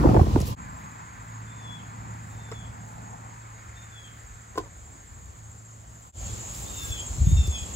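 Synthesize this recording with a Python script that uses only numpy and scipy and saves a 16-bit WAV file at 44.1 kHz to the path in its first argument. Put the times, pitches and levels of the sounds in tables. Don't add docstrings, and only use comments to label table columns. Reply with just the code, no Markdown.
import sys
import numpy as np
from scipy import signal
from scipy.fft import rfft, irfft, next_fast_len
from scipy.io import wavfile
from scipy.ndimage import uniform_filter1d, map_coordinates

SR = 44100
rng = np.random.default_rng(int(sys.argv[2]) if len(sys.argv) > 2 else 0)


def nominal_scale(level):
    x = np.asarray(level, float) / 20
    return 10 ** x


def dump(signal):
    limited = np.clip(np.atleast_2d(signal).T, -1, 1)
    pcm = np.round(limited * 32767).astype(np.int16)
    wavfile.write(sys.argv[1], SR, pcm)


N = 342127

# t/s, level/dB
LORRY_SWING = [
    (.59, 5),
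    (1.15, -4),
    (1.75, 1),
    (3.15, 0.5),
    (3.45, -9.5),
    (4.9, -10.5),
    (6.1, -9.5),
]
# t/s, level/dB
CARS_SWING = [
    (.59, 2),
    (2.1, 0.5),
    (2.9, -3),
    (3.66, -1.5),
    (4.2, -2.5),
    (4.45, -5.5),
    (6.1, -13.5),
]
# t/s, length/s, level/dB
WIND_GUST = (7.3, 0.1, -26)


def unit(x):
    return x / np.sqrt(np.mean(x ** 2) + 1e-20)


def along(points, hz):
    f, v = np.transpose(points)
    return np.interp(np.log(hz + 1), np.log(f + 1), v, -120, -120)


def curves(rows):
    s, *cols = np.transpose(rows)
    return [np.interp(np.arange(N) / SR, s, c) for c in cols]


def wobble(rate):
    knots = rng.standard_normal(int(N * rate / SR) + 4)
    return map_coordinates(knots, [np.arange(N) * rate / SR])


def filtered(x, response):
    m = next_fast_len(N + 8192)
    return irfft(rfft(x, m) * response(np.fft.rfftfreq(m, 1 / SR)), m)[..., :N]


def ports(pair):
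    # f/Hz, phase/rad
    right_leads = [(0, 0), (2410, -7), (2840, -6.5), (3450, -6.5), (6720, -6), (8100, -5), (9560, -2.5),
                   (15200, 8)]

    def shift(hz):
        phase = np.interp(hz, *np.transpose(right_leads))
        return np.exp(.5j * np.outer([-1, 1], phase))
    return filtered(pair, shift)


def lead(x, samples):
    return filtered(x, lambda hz: np.exp(1j * np.pi * np.outer([1, -1], hz) * samples / SR))


def rush(spectrum, alike, patchy_db):
    z = signal.stft(rng.standard_normal((2, N)), nperseg=512)[2]
    field = uniform_filter1d(rng.standard_normal(z.shape[1:]), 5, 0)
    field = uniform_filter1d(field, 12, 1)
    a, b = signal.istft(z * nominal_scale(patchy_db * unit(field)), nperseg=512)[1][:, :N]
    turn = np.arccos(np.clip(alike, 0, 1)) / 2
    pair = np.cos(turn) * a + np.sin(turn) * np.outer([1, -1], b)
    return unit(filtered(pair, lambda hz: nominal_scale(along(spectrum, hz))))


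def add(track, s, sound):
    part = track[..., round(s * SR):round(s * SR) + sound.shape[-1]]
    part += sound[..., :part.shape[-1]]


def by_shot(*values):
    changes = (.556, 6.121)
    return np.choose(np.searchsorted(changes, np.arange(N) / SR), values)


def layer_db(levels, swing_db=0):
    first_db, settling, far_db, last_db = levels
    return by_shot(first_db - settling * np.arange(N) / SR, far_db + swing_db, last_db)


def swells(rows):
    t = np.arange(N) / SR
    return sum(nominal_scale(row[-1]) * np.exp(-((t - row[0]) / row[1]) ** 2) for row in rows)


def lows():
    # f/Hz, level/dB per Hz
    rumble_spectrum = [(15, -52), (30, -23.5), (48, -3.5), (70, -1), (110, -6), (160, -34), (300, -63)]
    drone_spectrum = [(70, -19), (130, 2), (200, -1.5), (270, -8.5), (350, -21), (800, -60)]
    rumble_levels = (-29, 10.5, -53.5, -40.5)
    drone_levels = (-25, 26.5, -50, -48)
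    lorry_db, gust = curves(LORRY_SWING)[0], swells([WIND_GUST])
    rumble = nominal_scale(layer_db(rumble_levels, 0.19 * lorry_db)) + gust
    rumble = rumble * nominal_scale(4.0 + 3.6 * wobble(9)) * rush(rumble_spectrum, 0.9, patchy_db=0.86)
    drone = nominal_scale(layer_db(drone_levels, lorry_db) + 1.5) + nominal_scale(-12) * gust
    return rumble + drone * rush(drone_spectrum, 0.9, patchy_db=0.0)


def traffic():
    # f/Hz, level/dB per Hz
    roar_spectrum = [(200, 0), (400, -4.5), (800, 1), (1200, 0), (1700, -14.5), (3000, -29.5)]
    tyre_spectrum = [(700, -6), (1300, 3.5), (1900, -0.5), (2500, -7), (2900, -19), (5000, -22)]
    roar_levels = (-39.5, 36, -56.5, -51)
    tyre_levels = (-48, 46, -54, -60.5)
    # t/s, length/s, tyre centre f/Hz, level/dB
    passing = [
        (0.621, 0.66, 1027, -48),
        (1.806, 0.55, 998, -50),
        (3.049, 0.5, 847, -49.5),
        (3.707, 0.16, 1090, -69),
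    ]
    likeness = (0.81, 0.71, 0.65)
    alike = by_shot(*likeness)
    hz = curves([(s, centre) for s, _, centre, _ in passing])[0]
    band = rush([(1, -1.5), (80, -13.0), (200, -13.0)], alike=0.86, patchy_db=-1.5)
    car = np.cos(2 * np.pi * np.cumsum(hz) / SR) * band
    roar = nominal_scale(layer_db(roar_levels, 0.47 * curves(LORRY_SWING)[0])) * rush(roar_spectrum, alike, patchy_db=2.0)
    tyre_gain = nominal_scale(layer_db(tyre_levels, curves(CARS_SWING)[0]) + 4.0)
    return nominal_scale(4.5) * (roar + swells(passing) * car) + tyre_gain * rush(tyre_spectrum, alike, patchy_db=1.0)


def leaves():
    # f/Hz, level/dB per Hz
    hiss_spectrum = [(300, 8), (1500, -6.5), (3000, -1.5), (5500, -4), (8000, -7.5), (9500, -9),
                     (16000, -14.5)]
    hiss_levels = (-53.5, -0.5, -68, -53.5)
    gain = nominal_scale(layer_db(hiss_levels, 0.2 * curves(CARS_SWING)[0]) + 8)
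    return gain * rush(hiss_spectrum, alike=0.094, patchy_db=1.23)


def grass():
    # f/Hz, level/dB per Hz
    rustle_spectrum = [(1500, -13), (4000, -5.5), (8000, -7.5), (11000, -4), (14000, -4.5), (16000, -3)]
    rustle_levels = (-69, 3, -75, -62)
    # t/s, length/s, level/dB
    steps = [(.48, 0.029, -49), (.8, 0.13, -73), (1.3, .05, -81), (2.32, 0.099, -72), (2.51, 0.04, -74),
             (2.92, 0.087, -72), (4.15, 0.16, -80), (4.582, 0.0094, -53), (5.3, 0.54, -88),
             (6.02, 0.1, -76), (6.6, 0.087, -52), (6.84, 0.11, -50), (7.3, 0.04, -59), (7.47, 0.029, -69)]
    grains = 1 + 0.2 * np.abs(wobble(300)) ** 1.8 * nominal_scale(1.8 * wobble(30))
    rustle = unit(grains * rush(rustle_spectrum, alike=0.45, patchy_db=1.5))
    return (nominal_scale(layer_db(rustle_levels)) + swells(steps)) * nominal_scale(4.5) * rustle


def motor():
    # t/s, level/dB
    load = [(.6, -45.5), (1.05, -48), (1.2, -48), (1.36, -37), (1.8, -44.5), (2, -38), (3.2, -43),
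            (4.5, -50), (5.25, -52.5), (5.4, -45), (6, -48), (6.15, -55), (6.3, -38.5), (7.76, -58)]
    hz = 110.6 * (1 + 0.0065 * wobble(5))
    turn = 2 * np.pi * np.cumsum(hz) / SR
    tone = np.sin(turn) + nominal_scale(-21) * np.sin(turn / 2)
    tone += nominal_scale(-17.0 + 1.5 * wobble(2.95)) * np.sin(turn * 3 / 2)
    return nominal_scale(curves(load)[0] + 0.31 * wobble(12)) * tone * nominal_scale([[-.6], [.6]])


def gate(per_s, at_s, quickens, sharp):
    since = np.arange(N) / SR - np.c_[list(at_s)]
    far, last = [r * u + q * u ** 2 / 2 for r, u, q in zip(per_s, since, quickens)]
    return np.abs(np.cos(np.pi * by_shot(far, far, last))) ** sharp


def crickets():
    chorus_levels = (-67, -12, -55.5, -40.5)
    # f/Hz, level/dB per Hz
    wing_spectrum = [(5800, -28), (6200, -13), (6600, -5.5), (7200, 0.5), (7600, -5), (8000, -10),
                     (8600, -18), (9500, -46)]
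    # t/s, level/dB
    turning = [(.6, 1), (1.4, 1.5), (2.2, -5), (3, 1.5), (3.8, -0.5), (4.6, -1), (5.4, 1.5), (6.05, -4),
               (6.25, -1), (6.5, -1), (6.76, -6), (7.02, 1.5), (7.3, 4), (7.56, 4.5)]
    # calls per second [1/s], time of one call [t/s], quickening [1/s^2]
    trill_rate = (13.698, 13.57)
    trill_time = (.626, 6.19)
    chirp_rate = (3.93, 3.78)
    chirp_time = (.597, 6.232)
    chirp_quickening = (.0755, 0)
    t = np.arange(N) / SR
    beat = gate(trill_rate, trill_time, (0, 0), sharp=1.5)
    sag = 70 / trill_rate[0] * 2 * beat
    pulses = gate(trill_rate, trill_time, (0, 0), sharp=8.1) * nominal_scale(2.6 * wobble(3.58))
    trill = pulses * np.sin(2 * np.pi * 7520 * t + sag + 0.95 * wobble(70))
    strokes = 0.66 + 0.32 * np.sin(2 * np.pi * 38 * t)
    chirp = gate(chirp_rate, chirp_time, chirp_quickening, sharp=2.3) * strokes * nominal_scale(curves(turning)[0])
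    chirp = chirp * np.sin(2 * np.pi * 6645 * t + 0.98 * wobble(40))
    crowd = nominal_scale(1 * np.roll(beat, 700)) * rush(wing_spectrum, alike=0.77, patchy_db=1.4)
    chorus = ports(crowd + nominal_scale(-8.5) * unit(chirp))
    return nominal_scale(layer_db(chorus_levels)) * (chorus + nominal_scale(-6.0) * lead(unit(trill), samples=-0.82))


def whistle(call, partials, hoarse, joins=0, split_db=-60):
    s, hz, db = np.transpose(call)
    t = np.arange(s[0], s[-1], 1 / SR)
    share = np.linspace(0, 1, len(t))
    from_split = (share - 0.84) / 0.075
    turn = 2 * np.pi * np.cumsum(np.interp(t, s, hz)) / SR
    turn = turn + hoarse * np.exp(-from_split ** 2 / 2) * wobble(250)[:len(t)]
    under_db = db.max() - np.interp(t, s, db)
    side = nominal_scale(0.7 * under_db) * np.clip((share - joins) / 0.05, 0, 1)
    voice = 0
    for ratio, level in partials:
        voice = voice + nominal_scale(level) * (side if ratio != 1 else 1) * np.sin(ratio * turn)
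    split = nominal_scale(split_db) * np.exp(-from_split ** 2) * np.sin(turn - 2 * np.pi * 260 * t)
    return nominal_scale(db.max() + 7.5) * signal.windows.tukey(len(t), .08) * (nominal_scale(-under_db) * voice + split)


def bird():
    # t/s, f/Hz, level/dB
    glides = [
        [(1.465, 3473, -69), (1.487, 3480, -64), (1.525, 3540, -63), (1.541, 3513, -71), (1.559, 3580, -65),
         (1.567, 3570, -71), (1.697, 3380, -52.5), (1.731, 3400, -52), (1.87, 3330, -77)],
        [(2.29, 3282, -78), (2.296, 3519, -76), (2.326, 3650, -73), (2.386, 3630, -77), (2.396, 3598, -66),
         (2.43, 3590, -70), (2.59, 3394, -58), (2.668, 3350, -68), (2.7, 3240, -73)],
        [(3.745, 3580, -77), (3.797, 3620, -64), (3.837, 3590, -66), (3.863, 3570, -79), (3.975, 3388, -58),
         (4.033, 3300, -70), (4.041, 3275, -58), (4.133, 3240, -69), (4.15, 3346, -68)],
        [(6.655, 3510, -53), (6.693, 3667, -59), (6.759, 3650, -52.5), (6.847, 3538, -46), (6.866, 3550, -57),
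         (6.929, 3404, -42), (6.952, 3402, -52), (7.013, 3238, -45.5), (7.05, 3317, -68)],
        [(7.256, 3560, -57), (7.328, 3680, -52), (7.356, 3669, -59), (7.372, 3620, -49), (7.48, 3526, -48),
         (7.497, 3500, -57), (7.518, 3465, -43), (7.585, 3320, -48.5), (7.645, 3350, -46)],
    ]
    # third harmonic/dB, sixth/dB, share of the call before they join, split voice/dB
    voices = [
        (-24, -27, 0, -12),
        (-15, -23, 0, -10),
        (-18, -25, 0, -10),
        (-13.5, -18.5, 0.16, -9),
        (-11.5, -17, 0.25, -12),
    ]
    # t/s, f/Hz, level/dB
    others = [
        [(6.81, 1655, -57), (6.87, 1640, -49), (6.92, 1590, -57), (6.97, 1525, -66)],
        [(1.87, 4180, -80), (1.92, 4140, -75), (1.94, 4130, -82)],
    ]
    song = np.zeros(N)
    for call, (third_db, sixth_db, joins, split_db) in zip(glides, voices):
        partials = [(1, 0), (3 / 4, third_db), (6 / 4, sixth_db)]
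        add(song, call[0][0], whistle(call, partials, hoarse=1.26, joins=joins, split_db=split_db))
    for call in others:
        add(song, call[0][0], whistle(call, [(1, 0)], hoarse=.6))
    song = song * nominal_scale(0.98 * wobble(35) + 2.95 * wobble(75))
    tail = rng.standard_normal((2, 9000)) * nominal_scale(-60 * np.arange(9000) / SR / 0.42)
    echoes = signal.fftconvolve(song[None], tail / np.linalg.norm(tail[0]), axes=1)[:, :N]
    return lead(song, samples=10.2) + nominal_scale(-7) * echoes


def snaps():
    # t/s, peak level/dB, duller part level/dB
    breaks = [(0.4018, -30, -25), (.409, -39, -9), (0.415, -41.5, 12), (0.457, -40, -6), (0.47, -34, -23.5),
              (2.139, -48, -14), (2.3476, -54, -8), (2.516, -63, 2), (6.5478, -33.5, -9), (6.602, -37, -13),
              (6.6972, -41, -9), (6.8254, -42, -5), (6.832, -29, -18), (6.905, -33, -3), (7.472, -34, 0)]
    # f/Hz, level/dB per Hz
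    bark_spectrum = [(1500, -8), (4000, -5.5), (8000, -1), (11000, -1), (13000, -2), (16000, -19)]
    bright, dull, t = np.zeros(N), np.zeros(N), np.arange(SR // 20) / SR
    for s, db, dull_db in breaks:
        burst = nominal_scale(db - 60 * t / 0.031) * rng.standard_normal(len(t))
        add(bright, s, burst)
        add(dull, s, nominal_scale(dull_db) * burst)
    bright = filtered(bright, lambda hz: nominal_scale(along(bark_spectrum, hz)))
    return bright + filtered(dull, lambda hz: 1 / (1 + 1.5j * (hz / 6000 - 6000 / (hz + 1))))


def stacking():
    # t/s, peak level/dB, hardness/dB, middle mode level/dB
    landings = [(2.487, -42, 7, 9), (2.516, -26, 2.5, -2), (2.522, -31.5, 7, 4), (4.556, -31.5, 2.5, 2),
                (4.564, -35.5, 0, -6), (4.576, -23, 13, 11), (4.579, -29, 2, 3), (4.591, -30.5, -2, 2),
                (4.582, -17.5, -0.5, -19), (4.600, -34, 4, 8), (4.612, -38, -4, 0), (4.635, -41, 1, 6),
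                (4.649, -43, 3, 0), (4.658, -44, 5, 0.5), (4.667, -44, 4, 2), (7.477, -36, -7.5, -7)]
    # f/Hz, level/dB, time to fall 60 dB/s
    log_modes = [
        [(447, 4, 0.037), (680, -1, 0.02), (1160, -1, 0.021), (900, -4, .015), (1810, -10, 0.02),
         (2070, -13, .018), (3800, -14, .012)],
        [(266, -16, .025), (320, -10.5, 0.053), (400, 4, 0.028), (501, -2.5, 0.034), (660, -1.5, 0.019),
         (1047, -5.5, 0.058), (1485, -11, 0.023), (1950, -27, 0.036)],
    ]
    track, fibres, t = np.zeros(N), np.zeros(N), np.arange(SR // 8) / SR
    for s, db, hard_db, middle_db in landings:
        loose = 0.12 * np.clip((-24 - db) / 12, 0, 1)
        ring = 0
        for hz, level, t60 in log_modes[int(s > 4)]:
            share_db = -hard_db if hz < 500 else middle_db if hz < 800 else hard_db
            pitch = hz * (1 + loose * rng.normal())
            ring = ring + nominal_scale(level + share_db - 60 * t / t60) * np.sin(2 * np.pi * pitch * t)
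        crack = uniform_filter1d(rng.standard_normal(len(t)), size=3)
        crack = nominal_scale(-11 + .1 * hard_db + 3.0 - 60 * t / 0.018) * crack
        add(track, s, nominal_scale(db - 1.0) * (ring * (1 - np.exp(-t / 0.0024)) + crack))
        add(fibres, s, nominal_scale(db - 20.5 + 0.26 * hard_db - 60 * t / 0.029) * rng.standard_normal(len(t)))
    crushed = filtered(fibres, lambda hz: 1 / (1 + 1.2j * (hz / 3670 - 3670 / (hz + 1))) ** 2)
    track = track + nominal_scale(8.0) * crushed
    tail = rng.standard_normal((2, len(t))) * nominal_scale(-60 * t / 0.087) * (1 - np.exp(-t / 0.01))
    murmur = signal.fftconvolve(track[None], tail / np.linalg.norm(tail[0]), axes=1)[:, :N]
    return lead(track, samples=5.4) * nominal_scale([[1.2], [-1.2]]) + nominal_scale(-9.5) * murmur


def thuds(table, t60, pan_db, spread, sag, attack_s):
    low, t = np.zeros((2, N)), np.arange(SR // 8) / SR
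    sag_s = 0.0058
    stretched = t + sag * sag_s * (1 - np.exp(-t / sag_s))
    for s, db, hz in table:
        swing = np.sin(2 * np.pi * hz * stretched + rng.normal(0, spread, (2, 1)))
        swing = swing * (1 - np.exp(-t / attack_s)) ** 2
        fading_db = 60 * t / t60 * (hz / 100) ** 0.48
        add(low, s, nominal_scale(db + 3.5 - fading_db) * swing)
    return filtered(low * nominal_scale([[pan_db / 2], [-pan_db / 2]]), lambda hz: (1j * hz / (40 + 1j * hz)) ** 2)


def buffets():
    # t/s, peak level/dB, f/Hz
    puffs = [(7.182, -19, 113), (7.202, -6, 43.5), (7.216, -4, 65), (7.236, -20, 70), (7.266, -8.5, 146),
             (7.289, -18, 67), (7.314, -9, 138), (7.324, -12, 58.5), (7.359, -16, 79.4), (7.386, -5, 59),
             (7.43, -30, 160), (7.455, -21, 40.7), (7.478, -12, 72.6), (7.614, -21.5, 67.4),
             (7.55, -28, 60.5), (7.69, -27, 70)]
    return thuds(puffs, t60=0.094, pan_db=1.5, spread=0.74, sag=0.045, attack_s=0.003)


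def clunks():
    # t/s, peak level/dB, f/Hz
    hollow = [(.005, -17, 330), (.027, -13, 273), (.044, -11.5, 503.8), (.052, -2.5, 279), (.059, -9, 330),
              (.094, -19, 249), (.098, -16, 405), (.112, -13, 300), (.131, -10.5, 236), (.132, -18, 503),
              (.152, -7.5, 330), (.158, -16, 404), (.171, -11.5, 326), (.185, -19, 500), (.198, -22, 380),
              (.213, -11, 320), (.23, -20, 435), (.24, -26, 328), (.266, -21, 320), (.281, -26, 403),
              (.296, -23, 300), (.31, -31, 430), (.326, -32, 378), (.352, -28, 237), (.3595, -21, 305.7),
              (.372, -18, 410), (.386, -27, 403), (.404, -33, 380), (.428, -29, 297), (.478, -32.5, 402),
              (.487, -31, 468), (.498, -24.5, 237)]
    return nominal_scale(0.5) * thuds(hollow, t60=0.06, pan_db=-1.0, spread=0.63, sag=0.087, attack_s=0.002)


def smacks():
    # t/s, peak level/dB, f/Hz
    flat_hits = [
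        (.0905, -1.5, 152),
        (.3625, -2, 231),
        (7.317, -17, 126),
    ]
    return thuds(flat_hits, t60=0.029, pan_db=-.6, spread=.15, sag=0.44, attack_s=0.0014)


def tumble():
    # t/s, peak level/dB, f/Hz
    falls = [(0.004, -26, 153), (0.038, -32, 133), (0.061, -14, 157), (0.072, -5.5, 64.6),
             (0.089, -25, 83.4), (0.111, -10, 86.1), (0.133, -7.5, 142), (0.163, -6, 128),
             (0.178, -4.5, 78), (0.192, -12, 62.6), (0.212, 1, 86), (0.239, -20, 219), (0.267, -28, 83.4),
             (0.294, -31, 86.1), (0.33, -12, 62.15), (0.351, -7.5, 112.7), (0.383, -12, 76.6),
             (0.408, -14.5, 140), (0.428, -14.5, 87), (0.48, -22, 61.5), (0.509, -17.5, 104)]
    return thuds(falls, t60=0.041, pan_db=-2.5, spread=0.11, sag=.1, attack_s=0.0017)


def knocks():
    # t/s, peak level/dB, f/Hz, hard edge level/dB
    clashes = [(0, -51, 1464, 8), (.013, -35, 774, 0), (.028, -37, 1184, 8), (.038, -17.5, 970, 0),
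               (.045, -21, 960, 0), (.056, -25, 1330, -2), (.059, -15.5, 840, 0), (.07, -19.5, 664, -6),
               (.084, -21, 680, 0), (.089, -24, 785, -6), (.089, -26, 1290, 0), (.098, -18, 754, 0),
               (.105, -38, 1378, -2), (.109, -23, 780, -6), (.114, -23, 870, -4), (.144, -13, 610, 5),
               (.149, -17, 830, 8), (.157, -22, 720, -4), (.163, -37, 1470, 4), (.165, -10.5, 616, -6),
               (.171, -14, 844, -4), (.194, -15, 740, -4), (.194, -20.5, 1029, 0), (.199, -14.5, 700, -6),
               (.212, -20, 1015, 0), (.231, -27, 825, 5), (.253, -42, 1141, 0), (.268, -24, 590, 0),
               (.279, -43, 926, 0), (.309, -31, 960, -2), (.322, -40, 1030, -6), (.341, -30, 581, -2),
               (.36, -18.5, 900, 12), (.36, -30, 1420, 12), (.374, -26, 805, 0), (.384, -35, 698, 3),
               (.395, -35, 560, 0), (.406, -27, 540, 0), (.424, -27.5, 690, 0), (.425, -36, 900, 0),
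               (.346, -30, 500, 0), (.072, -21, 800, 0), (.119, -30, 1060, 6), (.486, -36, 805, 0)]
    # f/Hz, level/dB
    wood_spectrum = [(200, -4), (400, 12), (900, 4), (1400, -11.5), (2500, -23), (6000, -58)]
    # last one t/s, level/dB, fading/(dB/s)
    rattle = (0.45, -36, 25)
    ring, burst, tick = np.zeros((3, 2, N))
    t = np.arange(SR // 8) / SR
    last_s, rattle_db, fading = rattle
    when, strength, pitch = rng.random((70, 3)).T
    small_db = rattle_db - fading * last_s * when + 6 * strength
    small = np.c_[last_s * when, small_db, 500 + 900 * pitch, np.full(70, -6)]
    for s, db, hz, edge_db in [*clashes, *small]:
        shape = nominal_scale(db - 60 * t / 0.028) * (1 - np.exp(-t / 0.00062))
        phase = rng.normal(0, 0.2) + np.c_[[1, -1]] * rng.uniform(0.54, 1.22)
        add(ring, s, shape * np.sin(2 * np.pi * hz * t + phase))
        add(burst, s, nominal_scale(db - 60 * t / .022) * rng.standard_normal((2, len(t))))
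        add(tick, s, nominal_scale(db - 17 + edge_db - 60 * t / .007) * rng.standard_normal((2, len(t))))

    def woody(hz):
        wide = 1 / (1 + (330 / (hz + 1)) ** 3)
        return nominal_scale(along(wood_spectrum, hz)) * [hz ** 0, wide]
    mid, side = filtered(burst, woody)
    tick = filtered(tick, lambda hz: 1 / (1 + 1j * hz / 2200) ** 2)
    return ring + nominal_scale(2.0) * np.array([mid + side, mid - side]) + tick


def scene():
    # t/s, gain
    fades = [
        (.525, 1.17),
        (.556, 0.0055),
        (.59, 0.94),
        (6.08, 1.05),
        (6.121, 0.0039),
        (6.145, 0.15),
        (6.2, 0.6),
        (6.27, 0.92),
        (6.4, 0.83),
    ]
    far = ports(lows() + traffic() + leaves() + grass() + snaps()) + crickets() + motor() + bird()
    near = stacking() + buffets() + clunks() + smacks() + tumble() + knocks()
    return (far + near) * curves(fades)[0]


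def band_limit(x):
    return signal.sosfilt(signal.butter(12, 16520, fs=SR, output="sos"), x)


def record(dry):
    # from f/Hz, to f/Hz, jumpiness in bands
    mid_gaps = [
        (8330, 9600, .6),
        (12450, 13800, .6),
        (15760, 23000, .5),
    ]
    side_gaps = [
        (9950, 11850, .9),
        (14650, 23000, .35),
    ]
    sharp_blows = [
        .403,
        4.578,
        6.833,
    ]
    hz, t, z = signal.stft([dry[0] + dry[1], dry[0] - dry[1]], SR, nperseg=2048)
    hz = hz[:, None]
    band = 32 * SR / 2048 / 2
    calm = np.min(np.abs(t[:, None] - sharp_blows), axis=1) > .012
    for k, gaps in enumerate([mid_gaps, side_gaps]):
        for lo, hi, jumpy in gaps:
            jump = uniform_filter1d(rng.standard_normal((2, len(t))), size=2)
            jump = band * np.round(jumpy * jump)
            inside = (hz > lo + jump[0]) & (hz < hi + .6 * jump[1])
            z[k] *= ~(inside & (calm | (k == 0) | (hz > 16000)))
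    mid, side = signal.istft(z, SR, nperseg=2048)[1][:, :N] / 2
    return band_limit(np.array([mid + side, mid - side]))


dry = scene()
out = record(dry)
dump(out)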